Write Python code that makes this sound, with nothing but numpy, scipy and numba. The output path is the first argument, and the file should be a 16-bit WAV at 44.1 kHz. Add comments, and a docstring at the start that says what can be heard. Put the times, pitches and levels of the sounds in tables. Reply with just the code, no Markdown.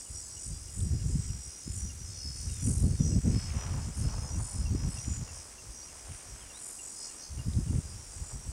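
"""Two kinds of insect sing without pause in a hot bush: click trains summed as harmonic partials, chopped into
strokes, each partial fading as paths through stirred air interfere. Gusts on the microphone are filtered noise,
with single buffets as damped sines. Far off a bird pips on a near-steady beat and others whistle (gliding sines),
a herd bathing in the lake splashes (banded noise with dense drops), dry ticks ring briefly nearby,
and coloured noise gives a distant hiss."""
import sys
import numpy as np
from scipy import signal
from scipy.fft import rfft, irfft, next_fast_len
from scipy.io import wavfile
from scipy.ndimage import uniform_filter1d
from numba import njit

SR = 44100
rng = np.random.default_rng(int(sys.argv[2]) if len(sys.argv) > 2 else 0)


def materialize(psi):
    """Save the field psi as 16-bit PCM at rate SR to the path in sys.argv[1].

    A 1-D psi becomes a single channel; in a 2-D psi each row is a channel.
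    """
    bounded = np.clip(np.atleast_2d(psi).T, -1, 1)
    quanta = np.round(bounded * 32767).astype(np.int16)
    wavfile.write(sys.argv[1], SR, quanta)


N = 375732
TIME = np.arange(N) / SR  # s
STEPS = np.arange(0, N + 64, 64) / SR  # moments at which slow chance is drawn, s

# Low singer's song: (time [s], click rate [Hz], lead on a steady beat [strokes])
LOW_SONG = [(0, 629.8, .41), (1.32, 630.4, .98), (1.98, 643.6, -.17), (2.31, 644.7, -.67),
            (3.3, 643.9, -1.58), (4.95, 638.7, -1.67), (5.94, 634.7, -1.27), (6.93, 630.8, -.59),
            (8.52, 629, .22)]
LOW_BEAT_HZ = 71.9
# Low singer's inner partials: (time [s], level of partial 8 [dB], level of partial 9 [dB])
LOW_FADE = [(0.0, -57, -50), (0.09, -63, -66), (0.16, -55.5, -50), (0.73, -60.5, -56.5), (1.9, -56.5, -50),
            (1.95, -65, -57), (2.09, -54, -50), (2.3, -43.5, -51), (2.47, -55.5, -49.5), (2.59, -58, -51),
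            (2.65, -47.5, -47), (2.82, -57, -57), (3.06, -46, -43.5), (3.2, -59, -57), (3.28, -57, -51),
            (3.37, -46, -56), (3.51, -53.5, -50), (3.92, -59, -56), (4.03, -51.5, -47),
            (4.93, -57.5, -54.5), (5.01, -51, -49.5), (5.17, -64, -58), (5.41, -58, -54), (5.5, -65, -65),
            (5.84, -65, -51), (5.98, -66, -59), (6.9, -63, -58.5), (7.05, -48, -49), (7.14, -62, -61),
            (7.24, -49.5, -45), (7.43, -62.5, -63), (8.52, -69, -57)]
# Low singer's outer partials: (partial 7 relative to 8 [dB], partial 10 relative to 9 [dB])
LOW_OUTER_DB = (-12, -6)
# Further singers of the low kind: (click rate [Hz], stroke rate [Hz], mean level of partials 8 and 9 [dB])
FAR_SINGERS = [(612, 72, -68), (697, 71.2, -70)]

HIGH_BEAT_HZ = 46.2
# High singer's timing: (time [s], lead on a steady beat [strokes])
HIGH_LEAD = [(0, -0.15), (.6, -0.37), (3.1, -0.3), (3.5, -0.6), (4.4, -0.61), (8.52, -0.97)]
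# Rate of its click pairs: (start of stroke [Hz], end of stroke [Hz])
HIGH_CLICK_HZ = (510, 495)
# Its song before the body: (time [s], level near 7 kHz [dB], near 8 kHz [dB], 9 kHz and above [dB])
HIGH_FADE = [(0.0, -54, -49, -52), (0.07, -55, -52.5, -51.5), (1.23, -55, -52.5, -59),
             (1.54, -59.5, -58, -54.5), (1.8, -51, -53.5, -52), (2.32, -64, -58, -60.5),
             (2.4, -52.5, -52, -50.5), (2.8, -52, -45.5, -46), (2.89, -60, -55, -55),
             (3.06, -54, -48.5, -56.5), (3.37, -69, -58.5, -61), (3.92, -52, -58, -60),
             (3.98, -58, -54, -48), (4.1, -61, -60, -58.5), (4.51, -54, -49.5, -49),
             (4.79, -59, -55.5, -61.5), (4.91, -55, -45.5, -44), (5.13, -47.5, -55, -58),
             (5.62, -73, -61, -60), (6.45, -63, -55.5, -57.5), (6.71, -50, -49, -45),
             (6.93, -56, -53.5, -54), (7.14, -54, -46.5, -54), (7.45, -63.5, -65, -53.5),
             (8.31, -54, -54.5, -60), (8.52, -74, -58, -59)]
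# Its partials: (multiple of the pair rate [1], index of the fade it follows [1])
HIGH_PARTIALS = [(13, 0), (14, 0), (15, 0), (16, 1), (17, 1), (18, 2), (19, 2), (20, 2), (21, 2), (22, 2),
                 (23, 2), (24, 2), (25, 2)]
# What its body lets out of each partial: (gain [dB])
HIGH_BODY_DB = [-4, 1, -0.5, 2.8, 0.5, 3, -3, -9, -11, -18, -14.5, -25, -30]

# Rising and falling breeze on the microphone: (time [s], rumble level [dB])
WIND = [(0, -51), (1.3, -40), (1.58, -54), (2.3, -42.5), (3.1, -43.5), (4.8, -38), (5.3, -52), (5.9, -50.5),
        (7.2, -64), (7.5, -44), (8.52, -47)]
# Gusts that override the breeze: (start [s], length [s], rumble level at the start [dB])
GUSTS = [(0.098, 0.086, -43.5), (0.464, 0.076, -39), (0.774, 0.3, -35.5), (1.099, 0.097, -32.5),
         (1.246, 0.16, -43.5), (1.666, 0.3, -40.5), (1.993, 0.12, -41), (2.256, 0.056, -36.5),
         (2.43, 0.065, -37), (2.633, 0.23, -30), (2.827, .11, -28), (3.002, 0.059, -29),
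         (3.09, 0.093, -29.5), (3.244, 0.12, -29.5), (3.447, .04, -36.5), (3.523, 0.046, -32.5),
         (3.65, .07, -35), (3.747, 0.15, -35), (3.982, 0.21, -32.5), (4.31, .13, -35.5), (4.541, .13, -35),
         (4.708, 0.18, -33), (5.049, 0.183, -37), (5.278, .14, -45), (5.628, 0.071, -44.5),
         (6.095, 0.032, -40.5), (6.264, 0.22, -47.5), (7.297, 0.056, -41), (7.367, 0.032, -35.5),
         (7.47, 0.025, -30.5), (7.517, 0.099, -33), (7.666, 0.12, -33), (7.84, 0.17, -42),
         (8.16, 0.062, -40), (8.336, 0.16, -38.5)]
# slopes before the start, from the start on, and after the end
GUST_RISE_DB_S, GUST_SAG_DB_S, GUST_FALL_DB_S = 550, 4, 350
# Bathing herd: (time [s], slosh level [dB], spray level before a 0.5 dB lift [dB])
WATER = [(0.0, -69, -65), (0.04, -68.5, -75), (1.26, -72, -64), (2.44, -72, -66), (2.59, -70, -60),
         (2.75, -61, -65.5), (3.2, -68, -65), (3.49, -53.5, -51.5), (3.65, -50, -53), (3.96, -60.5, -64),
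         (4.08, -50.5, -62), (4.51, -57, -67), (5.03, -58.5, -59), (5.74, -62.5, -67), (6.14, -59.5, -60),
         (6.86, -62.5, -66.5), (8.52, -61.5, -65.5)]
# Spectrum of the hiss and far insects: (frequency [Hz], gain relative to BUSH_DB [dB])
BUSH = [(20, -20), (40, -4.5), (70, -5.5), (120, -14.5), (300, -12), (600, -20), (2500, -25.5), (3900, -26),
        (5200, -19), (8300, -13.3), (9500, -18), (10800, -27), (13000, -34.5), (16000, -35.5)]
BUSH_DB = -31.5
# Bird pips: (start [s], peak level [dB])
PIPS = [(0.0608, -58), (0.3686, -54), (0.6809, -60), (0.9966, -60), (1.2905, -60), (1.896, -53.5),
        (2.2039, -61), (2.491, -55), (3.1193, -56), (4.0382, -60), (4.345, -58), (4.6568, -49.5),
        (4.9696, -49.5), (5.2824, -53), (5.582, -53.5), (5.8845, -59), (6.4991, -53), (6.7895, -49),
        (7.0903, -56), (7.39, -49.5), (7.6819, -58)]
# Pitch the pips settle towards, sagging and recovering: (time [s], frequency [Hz])
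PIP_PITCH = [(0, 2880), (3.1, 2735), (5.6, 2715), (7.1, 2785), (7.7, 2810)]
# Whistles: (start [s], length [s], first frequency [Hz], last frequency [Hz], peak level [dB])
WHISTLES = [(.5, 0.085, 4930, 4800, -54), (.53, 0.057, 3440, 3440, -66), (1.59, .07, 3950, 3620, -74),
            (2.085, 0.12, 3760, 3420, -67), (2.42, .04, 5000, 4400, -64), (3.134, 0.029, 4260, 4950, -59),
            (0.137, 0.044, 3970, 4900, -67), (0.45, 0.036, 4350, 4930, -63), (1.05, 0.026, 4200, 5000, -67),
            (2.48, 0.16, 3900, 3380, -63), (2.61, 0.082, 4300, 4900, -61), (2.773, 0.068, 4060, 3850, -65),
            (2.845, 0.022, 4800, 4100, -57), (2.964, 0.084, 3800, 3300, -64),
            (5.818, 0.029, 4300, 5070, -52.5), (6.406, 0.043, 3350, 2960, -59),
            (6.536, 0.059, 3500, 4180, -54.5)]
# Dry ticks nearby: (start [s], level the decay starts from [dB], centre frequency [Hz])
TICKS = [(.805, -41, 3600), (1.74, -52, 3000), (1.88, -51, 3000), (2.036, -46, 13500), (2.1, -51, 2500),
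         (2.415, -39, 13500), (2.913, -46, 13500), (3.757, -45, 13500), (4.086, -42, 2900),
         (4.09, -43, 1400), (4.986, -43, 3400), (5.137, -45, 1450), (7.128, -49, 2500), (7.535, -39, 3800)]
# Sharp single buffets: (start [s], level at the top of the envelope [dB], frequency [Hz])
BUFFETS = [(1.15, -19, 150), (1.672, -31, 220), (2.676, -18, 170), (3.002, -15, 150), (3.275, -17, 190),
           (3.34, -23, 190), (4.744, -20, 240), (5.075, -25, 190), (7.478, -24, 170), (7.583, -20, 170),
           (7.669, -29, 190), (7.702, -21, 180)]
TOP_HZ = 15750  # edge of the final low-pass


def undb(db):
    """Decibel law: amplitude gain of a level in dB."""
    return 10 ** (np.asarray(db) / 20)


def unit(x):
    """Power normalisation: scaled to rms 1."""
    return x / np.sqrt(np.mean(x ** 2))


def curves(table):
    """Linear interpolation: every column after the first, read at each sample."""
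    s, *columns = np.transpose(table)
    return [np.interp(TIME, s, column) for column in columns]


def drift(rate):
    """Smoothed random levels: each held about 1 / rate s, averaged twice, spread near 1, at the coarse steps."""
    k = int(SR / 64 / rate)
    held = np.repeat(rng.standard_normal(len(STEPS) // k + 1), k)[:len(STEPS)]
    return 1.3 * uniform_filter1d(uniform_filter1d(held, k), k)


def walk(rate):
    """Slow random modulation: a drift read at each sample."""
    return np.interp(TIME, STEPS, drift(rate))


def air(scatter, rate):
    """Multipath interference: where straight and scattered paths cancel, a partial drops out briefly."""
    in_phase = 1 + scatter * drift(rate)
    quadrature = scatter * drift(rate)
    strength = np.hypot(in_phase, quadrature) / np.sqrt(1 + 2 * scatter ** 2)
    return np.interp(TIME, STEPS, strength)


def band(x, lo_hz, hi_hz, order=2):
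    """Band-pass filtering with a maximally flat (Butterworth) response."""
    return signal.sosfilt(signal.butter(order, [lo_hz, hi_hz], "bandpass", fs=SR, output="sos"), x)


@njit
def lowpass(x, hz, damping):
    """State-variable filtering: a second-order low-pass whose corner moves every sample."""
    y, b, l = np.empty(len(x)), 0., 0.
    for i in range(len(x)):
        g = np.tan(np.pi * hz[i] / SR)
        v = (b + g * (x[i] - l)) / (1 + g * (g + damping))
        y[i] = l + g * v
        b, l = 2 * v - b, 2 * y[i] - l
    return y


def add(out, s, sound):
    """Superposition: mixes a sound in from time s."""
    i = int(s * SR)
    out[i:i + len(sound)] += sound[:N - i]


def low_singer(click_hz, strokes, inner_db, scatter, arch=.9, twist_turns=.44, drift_rate=19):
    """Harmonic series of a click train: partials 7 to 10, amplitude-modulated into arched strokes."""
    clicks = np.cumsum(click_hz) / SR
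    stroke = (strokes + .5) % 1
    swell = np.sqrt(2) * unit(np.sin(np.pi * stroke) ** arch)
    eighth, ninth = undb(inner_db)
    gains = undb(LOW_OUTER_DB[0]) * eighth, eighth, ninth, undb(LOW_OUTER_DB[1]) * ninth
    song = np.zeros(N)
    for k, gain in enumerate(gains, start=7):
        # every stroke gains part of a turn and loses it in the gap, splitting each partial into a pair of lines
        turns = k * clicks + twist_turns * stroke + rng.random()
        song += gain * air(scatter, drift_rate) * np.cos(2 * np.pi * turns)
    return swell * song


def far_singers(waver=.003, fade_db=2.5, scatter=1.2):
    """Scattered propagation: the low song from further bushes, each wavering in pitch, mostly by indirect paths."""
    out = np.zeros(N)
    for hz, stroke_hz, db in FAR_SINGERS:
        click_hz = hz * (1 + waver * walk(0.98))
        song = low_singer(click_hz, stroke_hz * TIME, (db, db), scatter)
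        out += undb(fade_db * walk(2.27)) * song
    return out


def high_singer(duty=.86, edge=.14, even_at=.3, scatter=.5, drift_rate=14, gusty_db=2):
    """Harmonic series of slowing click pairs: uneven pairs, early and late in a stroke, wake the odd partials."""
    strokes = HIGH_BEAT_HZ * TIME + curves(HIGH_LEAD)[0] + duty / 2
    part = strokes % 1 / duty  # above 1 in the gap
    swell = unit(np.clip(np.minimum(part, 1 - part) / edge, 0, 1))
    first, last = HIGH_CLICK_HZ
    # the rate lingers at both ends of its fall
    mean_turns = (first + last) / 2 * part
    fall_turns = (first - last) / 2 * np.sin(np.pi * part) / np.pi
    pairs = duty / HIGH_BEAT_HZ * (mean_turns + fall_turns)
    # no stroke starts on quite the same click
    pairs = pairs + .005 * rng.standard_normal(int(strokes[-1]) + 1)[strokes.astype(int)]
    fades = undb(curves(HIGH_FADE) + gusty_db * walk(12))
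    song = np.zeros(N)
    for (k, fade), body_db in zip(HIGH_PARTIALS, HIGH_BODY_DB):
        # odd partials vanish where the pairs are even
        unevenness = 2 * (part - even_at) if k % 2 else 1
        partial = np.cos(2 * np.pi * (k * pairs + rng.random()))
        song += undb(body_db) * fades[fade] * air(scatter, drift_rate) * unevenness * partial
    return swell * song


def push():
    """Wind pressure as a level in dB: the breeze, or the gust that exceeds it."""
    gusts = []
    for s, length, db in GUSTS:
        rise = GUST_RISE_DB_S * (s - TIME)
        sag = GUST_SAG_DB_S * (TIME - s)
        fall = GUST_FALL_DB_S * (TIME - s - length)
        gusts.append(db - np.maximum.reduce([rise, sag, fall]))
    return np.maximum(curves(WIND)[0], np.max(gusts, axis=0))


def wind(flutter_db=1.5, puff_db=1.5, corner_hz=175, sharpen=0.45):
    """Turbulent pressure on the capsule: the stronger the push, the smaller and sharper the eddies."""
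    push_db = push() + puff_db * walk(24) + flutter_db * walk(55)
    # corner_hz holds at a push of -29 dB
    corner = np.clip(corner_hz * undb(sharpen * (push_db + 29)), 40, 600)
    eddies = lowpass(rng.standard_normal(N), corner, 1.4)
    eddies = lowpass(eddies, 1.48 * corner, 4.6) / np.sqrt(corner)
    # the bass cut leaves a hump just above it
    return undb(push_db) * unit(band(eddies, 58, 2000, order=3))


def water(drops_per_s=250, spread_db=12):
    """Shot noise: dense random drops in a wash blurred by distance, in a dull and a brighter band."""
    slosh_db, spray_db = curves(WATER)
    falls = rng.random((2, N)) < drops_per_s / SR
    drops = falls * rng.standard_normal((2, N)) * undb(spread_db * rng.random((2, N)))
    wash = rng.standard_normal((2, N)) + 5 * drops
    slosh = undb(slosh_db + 1.1 * walk(20)) * unit(band(wash[0], 417, 1250))
    spray = undb(spray_db + 0.5 + 1.12 * walk(14)) * unit(band(wash[1], 1260, 3070))
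    return slosh + spray


def bush(flicker_db=1.1):
    """Spectral shaping of noise: a smooth hiss whose treble, far insects in the same moving air, flickers."""
    hz, db = np.transpose(BUSH)
    size = next_fast_len(N)
    bins = np.arange(size // 2 + 1) * SR / size + 1  # Hz, kept above zero for the logarithm
    gain = undb(BUSH_DB + np.interp(np.log(bins), np.log(hz), db))
    colour = gain * rfft(rng.standard_normal(size))
    treble = np.clip(np.minimum(bins / 2000 - 2, 6 - bins / 2000), 0, 1)  # 4 to 12 kHz, full from 6 to 10
    rest = irfft(colour * (1 - treble), size)[:N]
    return rest + undb(flicker_db * walk(8.9)) * irfft(colour * treble, size)[:N]


def pips(pip_s=0.035, pip_drop=0.058):
    """Frequency modulation: each short tone starts sharp by pip_drop and settles exponentially towards its pitch."""
    out = np.zeros(N)
    u = np.arange(int(pip_s * SR)) / (pip_s * SR)
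    for s, db in PIPS:
        pitch = np.interp(s, *np.transpose(PIP_PITCH))
        hz = pitch * (1 + pip_drop * np.exp(-u / 0.083))
        swell = np.sin(np.pi * u ** 0.31)  # peaks early
        add(out, s, undb(db) * swell * np.sin(2 * np.pi * np.cumsum(hz) / SR))
    return out


def whistles():
    """Linear frequency sweep: a pure tone glides from its first to its last pitch."""
    out = np.zeros(N)
    for s, length, first_hz, last_hz, db in WHISTLES:
        u = np.arange(int(length * SR)) / (length * SR)
        hz = first_hz + (last_hz - first_hz) * u
        swell = np.sin(np.pi * u) ** 0.19
        add(out, s, undb(db) * swell * np.sin(2 * np.pi * np.cumsum(hz) / SR))
    return out


def ticks(cycles=3.5):
    """Damped free vibration: each tick falls to 1/e in a few cycles."""
    out, u = np.zeros(N), np.arange(600) / SR
    for s, db, hz in TICKS:
        add(out, s, undb(db) * np.sin(2 * np.pi * hz * u) * np.exp(-u * hz / cycles))
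    return out


def buffets():
    """Pressure pulse on the capsule: a sine under a Gaussian envelope about a cycle wide."""
    out = np.zeros(N)
    u = (np.arange(1200) - 300) / SR  # the envelope tops 300 samples after the start
    for s, db, hz in BUFFETS:
        envelope = np.exp(-(u * hz / .5) ** 2)
        add(out, s, undb(db) * envelope * np.sin(2 * np.pi * hz * u + 1))
    return out


def scene():
    """Linear superposition of all sources at one microphone."""
    click_hz, lead = curves(LOW_SONG)
    near = low_singer(click_hz, LOW_BEAT_HZ * TIME + lead, curves(LOW_FADE), scatter=0.5)
    insects = near + far_singers() + high_singer()
    surroundings = wind() + water() + bush()
    events = pips() + whistles() + ticks() + buffets()
    return (insects + surroundings + events)[None]


def record(dry):
    """Band limiting: a steep elliptic low-pass removes the top."""
    return signal.sosfilt(signal.ellip(10, .2, 80, TOP_HZ, fs=SR, output="sos"), dry)


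dry = scene()
out = record(dry)
materialize(out)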